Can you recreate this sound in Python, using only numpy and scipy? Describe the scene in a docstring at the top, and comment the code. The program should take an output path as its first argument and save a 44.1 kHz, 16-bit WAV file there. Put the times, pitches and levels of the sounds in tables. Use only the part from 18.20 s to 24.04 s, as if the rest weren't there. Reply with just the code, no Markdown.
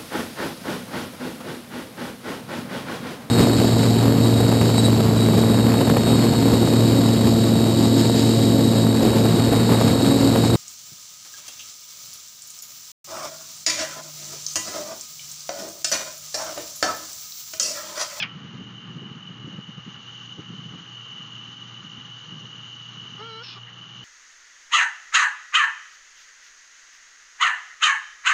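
"""Night at a nest high in a pine, heard by a fixed outdoor camera's microphone.
First an owl ends a harsh screech in two pushes of breath and a faint whimper: syrinx harmonics plus rough air.
Near five seconds its whine scoops up and wavers, cracks into a hoarse squeal, then a grunt and a puff of hiss.
Throughout, tree crickets trill in sagging wing strokes, shaped noise makes breeze, air and far insects' fizz,
and wavering sines make the mains hum."""
import sys
import numpy as np
from scipy import signal
from scipy.fft import rfft, irfft
from scipy.io import wavfile
from scipy.ndimage import uniform_filter1d

SR = 44100
rng = np.random.default_rng(int(sys.argv[2]) if len(sys.argv) > 2 else 0)


def wav_out(sig):
    """Save sig, one row per channel (or a flat mono array), as 16-bit PCM at SR to the path in sys.argv[1]."""
    wavfile.write(sys.argv[1], SR, np.round(np.clip(np.atleast_2d(sig).T, -1, 1) * 32767).astype(np.int16))


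N = 257544
TIME = np.arange(N) / SR
EDGE_HZ = 7250  # top of the audible band

# breath pushes of the screech: peak t/s, level/dB, roughness (0-1)
SCREECH_PUSHES = [(.001, -23.6, .22), (.027, -18.8, .33)]
PUSH_RISE_S, PUSH_FADE_DB_PER_S = .004, 570
# the screech's pitch collapses once, and the beak shuts with it
SCREECH_TOP_HZ, SCREECH_END_HZ, COLLAPSE_AT_S, COLLAPSE_S = 870, 470, .0375, .016
# shape of each later call, before its own swells and fades: start t/s, attack t/s, hold t/s, release t/s, level/dB
WHIMPER_SHAPE = (.055, .015, .06, .03, -53)
WHINE_SHAPE = (4.968, .04, .212, .017, -38.8)
SQUEAL_SHAPE = (5.23, .007, .1, .045, -39.6)
GRUNT_SHAPE = (5.356, .012, .01, .016, -44.5)
HISS_SHAPE = (5.455, .025, .002, .022, -48)
WHIMPER_HZ = 443
# pitch of the whine as it scoops up, sags and lifts to the crack: t/s, f/Hz
WHINE_GLIDE = [(4.975, 368), (5.0, 412), (5.025, 444), (5.068, 463.5), (5.095, 454), (5.13, 442.5),
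               (5.195, 451), (5.218, 474), (5.235, 516)]
WHINE_FADE_DB_PER_S = 13
# squeal and grunt start on a pitch and sag from it
SQUEAL_HZ, SQUEAL_SAG_HZ_PER_S, SQUEAL_FADE_DB_PER_S = 2720, 2500, 40
GRUNT_HZ, GRUNT_SAG_HZ_PER_S = 410, 1100
# throat colour of the screech: f/Hz, relative level/dB
SCREECH_COLOUR = [(300, -30), (850, -17), (1200, -6), (1700, -8), (2300, 3.5), (3050, 4.5), (3500, -1),
                  (3800, -11), (4400, -13), (5150, -8), (5500, -20), (6000, -21), (7200, -36)]
# throat colour of the squeal: f/Hz, relative level/dB
SQUEAL_COLOUR = [(500, -30), (1300, -12), (2100, -17), (2550, -2), (3300, 0), (4300, -1), (4600, -5),
                 (5000, -2), (5400, -1.5), (5700, -14), (6500, -27), (7200, -35.5)]
# throat colour of the grunt: f/Hz, relative level/dB
GRUNT_COLOUR = [(200, -29), (400, -6.5), (750, -12), (1170, 2), (1600, -16), (4000, -13), (7000, -27)]
# throat resonances of the whine: f/Hz, half-width f/Hz, relative level/dB
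WHINE_RESONANCES = [(450, 260, -1.5), (930, 170, 2.5), (1170, 60, 8), (1425, 90, 5), (1780, 170, -3.5),
                    (2260, 150, -10.5), (3220, 130, -1), (4000, 75, -3), (4540, 130, -3), (5400, 110, -6)]

CRICKET_HZ, CHORUS_REACH_HZ, NEAR_DETUNE_HZ = 2951, 164, 41
# wing strokes of a nearer cricket, before its trim: t/s, peak level/dB
NEAR_WING_STROKES = [(.406, -36), (.584, -35), (1.032, -35), (1.076, -33.5), (1.521, -37), (2.051, -35),
                     (2.125, -32), (2.777, -35), (3.166, -33), (3.259, -33), (3.567, -35.5), (4.184, -35),
                     (4.53, -35), (4.62, -34), (4.8, -32.5), (4.883, -34), (5.436, -35.5)]
# cricket chorus, before its swells: t/s, level/dB
CHORUS_LEVEL = [(.1, -45), (.18, -48.5), (.33, -45.8), (1.45, -46.3), (1.88, -44.8), (2.05, -42.2),
                (2.22, -45.8), (2.42, -43.3), (2.6, -44.8), (2.78, -42), (3.28, -41.6), (3.5, -43.4),
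                (4.85, -42.3), (5.35, -46), (5.76, -42.8)]

# breeze at the microphone, before its trim: t/s, level/dB
BREEZE_STRENGTH = [(0, -41), (.2, -43), (.38, -39), (.57, -44), (.76, -37), (1.02, -44), (1.33, -40),
                   (1.46, -53), (1.73, -47), (1.9, -53), (2.3, -43), (2.58, -45), (2.78, -56), (3.0, -47.5),
                   (3.45, -51), (3.78, -47), (3.96, -52), (4.15, -41.5), (4.55, -54), (4.96, -44.5),
                   (5.3, -65), (5.82, -47)]
# eddies that swell the rumble, before their trim: t/s, peak level/dB
EDDY_PEAKS = [(.16, -35), (.252, -34), (.344, -35), (.404, -34), (.704, -34), (.77, -33), (.824, -33),
              (.871, -37), (.918, -36), (.963, -36), (1.104, -34), (1.252, -35), (1.279, -32.5),
              (1.341, -34), (1.388, -31), (1.495, -36.5), (1.585, -35), (1.676, -33), (1.78, -41),
              (2.194, -30.5), (2.306, -34.5), (2.342, -34.5), (2.391, -35), (2.462, -37), (2.548, -33.5),
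              (3.012, -42), (3.285, -42), (3.65, -43), (3.784, -39.5), (4.13, -37.5), (4.163, -41),
              (4.24, -40.5), (4.775, -41.5)]
# colour of the breeze's rumble: f/Hz, relative level/dB
RUMBLE_COLOUR = [(50, -45), (75, -18), (105, -12), (145, 2), (185, 0), (240, -8.5), (320, -14), (450, -22),
                 (650, -36), (1200, -38), (2500, -55)]
# colour of the brighter fringe of hard gusts: f/Hz, relative level/dB
FRINGE_COLOUR = [(150, -20), (300, 0), (450, -2), (650, -13), (1200, -14), (2500, -32)]

# far insects' fizz, before its flutter: t/s, level/dB
FIZZ_LEVEL = [(.1, -61.5), (.35, -58), (.8, -60.5), (1.4, -58.5), (2.03, -52.7), (2.25, -56.5),
              (2.7, -54.2), (4.95, -52.9), (5.15, -57.3), (5.45, -57.3), (5.78, -53.7)]
# colour of the fizz: f/Hz, relative level/dB
FIZZ_TINT = [(2200, -27.5), (2700, 1.5), (3300, 8), (3900, 4.5), (4500, 1), (5100, -5), (5600, -1),
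             (6050, 5), (6400, 2), (6750, 4.5), (6950, -12.5), (7400, -9.5)]
# colour of the night air: f/Hz, relative level/dB
AIR_COLOUR = [(30, -33.5), (60, -23), (110, 9), (200, 6), (330, 0.5), (520, -5.5), (700, -5.5), (950, 0),
              (1200, 7.5), (1500, 3.5), (2000, 0.5), (2600, -4), (4000, -7.5), (7000, -28.5)]
AIR_DB = -50  # centre of its swells
# steady machine tones, before waver and motor trim: f/Hz, level/dB
HUM_TONES = [(59.6, -83), (119.3, -50), (179, -60.5), (473, -72), (822, -68), (1165, -67.5), (2347, -81.5)]
# two motors slightly out of step: length of one beat, and a moment in step
BEAT_S, IN_STEP_S = .38, 3.15


def owl(start, hz, gain, rough, throat, beak_db=0, even_db=0, jitter=.03, rasp=.3, rasp_hz=250, beak_hz=3600):
    """Syrinx harmonics and rough air pass the throat; roughness shakes the pitch and the level."""
    size, rough = len(hz), np.clip(rough, 0, 1)
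    shaken_hz = hz * (1 + jitter * rough * drift(rasp_hz, size))
    turns = np.cumsum(shaken_hz) / SR
    k = np.arange(1, 15)[:, None]  # harmonic numbers
    # a membrane that swings evenly weakens the even harmonics; an open beak lets the high ones out
    above_beak = (1 + np.tanh((k * hz - beak_hz) / 200)) / 2
    colour_db = even_db * (k % 2 == 0) + beak_db * above_beak
    heights = throat(k * hz) * amp(colour_db) * (k * hz < EDGE_HZ)
    waves = np.sin(2 * np.pi * (k * turns + rng.random(k.shape)))
    tone = (heights * waves).sum(0) / np.sqrt((heights ** 2).sum(0) / 2)
    puffs = 1 + np.cos(2 * np.pi * turns)  # air escapes once a cycle
    air = tint(rng.standard_normal(size) * puffs, throat)
    voice = ((1 - rough) * tone + rough * air) / np.hypot(1 - rough, rough)
    shake = 1 + rasp * rough * drift(rasp_hz, size)
    out = np.zeros(N)
    add(out, start, gain * voice * shake * signal.windows.tukey(size, .02))
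    return out


def screech(rough_spent=.95, open_db=3, shut_db=-16, muffle_hz=1600, muffled_db=1.5):
    """Two hard pushes, the second rougher; pitch collapses, the beak shuts, and the voice turns to air."""
    t = TIME[:SR // 10]
    pushes = []
    for s, db, _ in SCREECH_PUSHES:
        rise = np.exp(np.minimum(t - s, 0) / PUSH_RISE_S)
        pushes.append(rise * amp(db - PUSH_FADE_DB_PER_S * np.maximum(t - s, 0)))
    gain = np.max(pushes, axis=0)
    slack = (1 + np.tanh((TIME - COLLAPSE_AT_S) / COLLAPSE_S)) / 2
    call_slack = slack[:len(t)]
    hz = SCREECH_TOP_HZ + (SCREECH_END_HZ - SCREECH_TOP_HZ) * call_slack
    peaks, _, roughs = np.transpose(SCREECH_PUSHES)
    rough = np.interp(t, [*peaks, t[-1]], [*roughs, rough_spent])
    beak_db = open_db + (shut_db - open_db) * call_slack
    voice = owl(0, hz, gain, rough, spectrum(SCREECH_COLOUR), beak_db=beak_db, jitter=.09, rasp=.5, rasp_hz=450)
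    lowpass = signal.butter(1, muffle_hz, fs=SR, output="sos")
    muffled = amp(muffled_db) * signal.sosfiltfilt(lowpass, voice)
    return (1 - slack ** 2) * voice + 2 * slack ** 2 * muffled


def whimper():
    """The screech trails off in a faint thin note on one pitch, through one throat resonance."""
    t, gain = call(*WHIMPER_SHAPE)
    throat = resonances([(1330, 120, 0)])
    return owl(WHIMPER_SHAPE[0], np.full(len(t), WHIMPER_HZ), gain, rough=.05, throat=throat)


def whine(rough_start=.45, rough_held=.04, clears_s=.055, shut_db=-14, opens_s=.07,
          strain_db=3, strain_s=.035, even_db=-10.5, uneven_db=3):
    """A breathy start clears as the beak opens, then strains; even harmonics come up at both ends."""
    t, gain = call(*WHINE_SHAPE)
    hz = np.interp(WHINE_SHAPE[0] + t, *np.transpose(WHINE_GLIDE))
    unsettled = np.exp(-(t / clears_s) ** 2)
    strain = np.exp(-((t[-1] - t) / strain_s) ** 2)
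    gain = gain * amp(strain_db * strain - WHINE_FADE_DB_PER_S * t)
    rough = rough_held + rough_start * unsettled
    return owl(WHINE_SHAPE[0], hz, gain, rough, resonances(WHINE_RESONANCES),
               beak_db=shut_db * np.exp(-(t / opens_s) ** 2),
               even_db=even_db + uneven_db * (unsettled + strain), jitter=.044, rasp=.15)


def squeal(frays_s=.06, frayed_start=.35, high_db=-1.3, low_db=0, open_db=4.5, shuts_db_per_s=60, order=5):
    """The voice cracks up to its fifth harmonic, sags, and frays back into a gritty buzz on the low pitch."""
    t, gain = call(*SQUEAL_SHAPE)
    gain = gain * amp(-SQUEAL_FADE_DB_PER_S * t)
    hz = SQUEAL_HZ - SQUEAL_SAG_HZ_PER_S * t
    clear = (1 - np.clip(frayed_start, 0, 1)) * np.exp(-t / frays_s)
    throat = spectrum(SQUEAL_COLOUR)
    high = owl(SQUEAL_SHAPE[0], hz, gain * amp(high_db) * np.sqrt(clear), rough=.2, throat=throat,
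               beak_db=open_db - shuts_db_per_s * t, jitter=.035, rasp=.5)
    low = owl(SQUEAL_SHAPE[0], hz / order, gain * amp(low_db) * np.sqrt(1 - clear), rough=.56, throat=throat,
              jitter=.035, rasp=.55, rasp_hz=450)
    return high + low


def grunt():
    """A short rough voice, falling in pitch, closes the call."""
    t, gain = call(*GRUNT_SHAPE)
    hz = GRUNT_HZ - GRUNT_SAG_HZ_PER_S * t
    return owl(GRUNT_SHAPE[0], hz, gain, rough=.28, throat=spectrum(GRUNT_COLOUR), jitter=.044, rasp=.41)


def hiss():
    """A faint puff of noise through one resonance after the call."""
    t, gain = call(*HISS_SHAPE)
    out = np.zeros(N)
    add(out, HISS_SHAPE[0], gain * noise(resonances([(1850, 260, 0)]), len(t)))
    return out


def trees(x, t60):
    """Trunks and needles scatter a sound into a thin dying tail of sparse echoes."""
    t = np.arange(SR // 2) / SR
    sparse = rng.random(len(t)) < 2000 / SR  # about 2000 echoes per second
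    taps = rng.standard_normal(len(t)) * sparse * (t > .006) * amp(-60 * t / t60)
    return signal.fftconvolve(x, taps / np.linalg.norm(taps))[:len(x)]


def near_cricket(trim_db=-1.5, stroke_s=.014, sag_hz=120, wet_db=-11):
    """Now and then one sagging wing stroke of a nearer cricket stands out of the chorus."""
    out, t = np.zeros(N), np.arange(0, stroke_s, 1 / SR)
    swell = np.sin(np.pi * t / stroke_s) ** 2
    detunes = rng.standard_normal(len(NEAR_WING_STROKES))
    for (s, db), detune in zip(NEAR_WING_STROKES, detunes):
        hz = CRICKET_HZ + NEAR_DETUNE_HZ * detune + sag_hz * (.5 - t / stroke_s)
        stroke = swell * np.sin(2 * np.pi * np.cumsum(hz) / SR)
        add(out, s - stroke_s / 2, amp(db + trim_db) * stroke)
    return out + amp(wet_db) * trees(out, t60=.2)


def crickets(count=14, strokes_per_s=56, sag_hz=125, spread_db=1, edge_db=15, wet_db=-1,
             gain_db=0, swell_db=.3, fading_db=1.3, slip=.7):
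    """Each cricket scrapes its wings in an uneven trill; the note sags within every stroke."""
    out = np.zeros(N)
    places = np.linspace(-1, 1, count)
    for place, (speed, start, near) in zip(places, rng.uniform(-1, 1, (count, 3))):
        wander = drift(10)
        rate = strokes_per_s * (1 + .3 * speed + .08 * wander)
        strokes = 1 + start + np.cumsum(rate) / SR
        within = strokes % 1
        hz = CRICKET_HZ + CHORUS_REACH_HZ * place + 25 * wander + sag_hz * (.5 - within)
        # the wing's ringing slips a little from stroke to stroke
        fresh = slip * rng.random(SR)[strokes.astype(int)]
        song = np.sin(np.pi * within) ** 4 * np.sin(2 * np.pi * (np.cumsum(hz) / SR + fresh))
        # those near the common pitch are loudest, and each comes and goes
        loudness = amp(spread_db * near - edge_db * place ** 2 + fading_db * drift(9))
        # each by its own path through the trees
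        out += loudness * (song + amp(wet_db) * trees(song, t60=0.27))
    return amp(gain_db + swell_db * drift(8)) * level(CHORUS_LEVEL) * unit(out)


def breeze(trim_db=-2.6, eddy_trim_db=-2.8, eddy_s=.01, flutter_db=1.7, flutter_hz=60, evenness=.7,
           fringe_db=-16.5, fringe_growth=.8, low_edge_hz=72):
    """A ragged rumble swells with each eddy; the harder the air hits, the more bright fringe it has."""
    eddy_power = np.zeros(N)
    for s, db in EDDY_PEAKS:
        bump = np.exp(-((TIME - s) / eddy_s) ** 2 / 2)
        eddy_power += (amp(db + eddy_trim_db) * bump) ** 2
    strength = np.sqrt((amp(trim_db) * level(BREEZE_STRENGTH)) ** 2 + eddy_power)
    rumble = noise(spectrum(RUMBLE_COLOUR))
    power = abs(uniform_filter1d(rumble ** 2, size=900)) + 1e-6
    rumble = unit(rumble / power ** (evenness / 2))  # the flow never lets up entirely
    growth = (strength / strength.max()) ** fringe_growth
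    fringe = amp(fringe_db) * growth * noise(spectrum(FRINGE_COLOUR))
    gusts = strength * (rumble + fringe) * unit(amp(flutter_db * drift(flutter_hz)))
    highpass = signal.butter(2, low_edge_hz, "high", fs=SR, output="sos")
    return signal.sosfiltfilt(highpass, gusts)


def night(flutter_db=1.1, swell_db=1.0):
    """Distant air and the fizz of far insects, both shaped noise with a wavering level."""
    air = amp(AIR_DB + swell_db * drift(19)) * noise(spectrum(AIR_COLOUR))
    fizz = level(FIZZ_LEVEL) * amp(flutter_db * drift(60)) * noise(spectrum(FIZZ_TINT))
    return air + fizz


def hum(waver=0.0022, waver_db=1.3, motor_trim_db=-1.8, second_motor=.3, motor_top_hz=150):
    """Mains hum and faint machine tones, wavering a little; the low hum beats between two motors."""
    beat = abs(1 + second_motor * np.exp(2j * np.pi * (TIME - IN_STEP_S) / BEAT_S))
    tones = np.zeros(N)
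    for hz, db in HUM_TONES:
        throb = amp(motor_trim_db) * beat if hz < motor_top_hz else 1
        wave = np.sin(2 * np.pi * np.cumsum(hz * (1 + waver * drift(5.5))) / SR)
        tones += amp(db + waver_db * drift(12)) * throb * wave
    return np.sqrt(2) * tones  # levels are rms


def amp(db):
    """Decibels to gain."""
    return 10 ** (np.asarray(db) / 20)


def unit(x):
    """Scales to rms 1."""
    return x / np.sqrt(np.mean(x ** 2) + 1e-20)


def level(rows):
    """A curve of (t/s, level/dB) as a gain for every sample."""
    return amp(np.interp(TIME, *np.transpose(rows)))


def call(start, attack, hold, release, db):
    """The clock of one call, and its gain: attack, hold, release."""
    t = np.arange(0, attack + hold + release, 1 / SR)
    corners = [0, attack, attack + hold, attack + hold + release]
    return t, amp(db) * np.interp(t, corners, [0, 1, 1, 0])


def spectrum(points):
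    """Gain against frequency from (f/Hz, level/dB) points, joined on a log frequency axis."""
    f, db = np.transpose(points)
    return lambda hz: amp(np.interp(np.log(hz + 1), np.log(f), db))


def resonances(modes):
    """Gain against frequency from (f/Hz, half-width f/Hz, level/dB) peaks, summed in power."""
    return lambda hz: np.sqrt(sum((amp(db) / (1 + ((hz - f) / width) ** 2)) ** 2 for f, width, db in modes))


def tint(x, colour):
    """Gives a sound a gain against frequency, and rms 1."""
    return unit(irfft(rfft(x) * colour(np.fft.rfftfreq(len(x), 1 / SR)), len(x)))


def noise(colour, size=N):
    """Noise of rms 1 with the given gain against frequency."""
    return tint(rng.standard_normal(size), colour)


def drift(hz, size=N):
    """Slow chance of rms 1 around zero, its spectrum falling smoothly away by about hz."""
    return noise(lambda f: np.exp(-(f / hz) ** 2) * (f > 0), size)


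def add(mix, s, sound):
    """Lays a sound into the mix at time s."""
    part = mix[max(round(s * SR), 0):][:len(sound)]
    part += sound[:len(part)]


def scene(wet_db=-21):
    """The owl among the trees, over insects, breeze and hum."""
    calls = screech() + whimper() + whine() + squeal() + grunt() + hiss()
    owl_in_trees = calls + amp(wet_db) * trees(calls, t60=0.43)
    insects = near_cricket() + crickets()
    return (owl_in_trees + insects + breeze() + night() + hum())[None]


def record(dry, low_cut_hz=58):
    """The camera's narrow band: no deep bass, no high treble."""
    highpass = signal.butter(N=3, Wn=low_cut_hz, btype="high", fs=SR, output="sos")
    thin = signal.sosfilt(highpass, dry)
    lowpass = signal.firwin(401, EDGE_HZ, window=("kaiser", 8), fs=SR)
    return signal.oaconvolve(thin, lowpass[None], "same")


dry = scene()
out = record(dry)
wav_out(out)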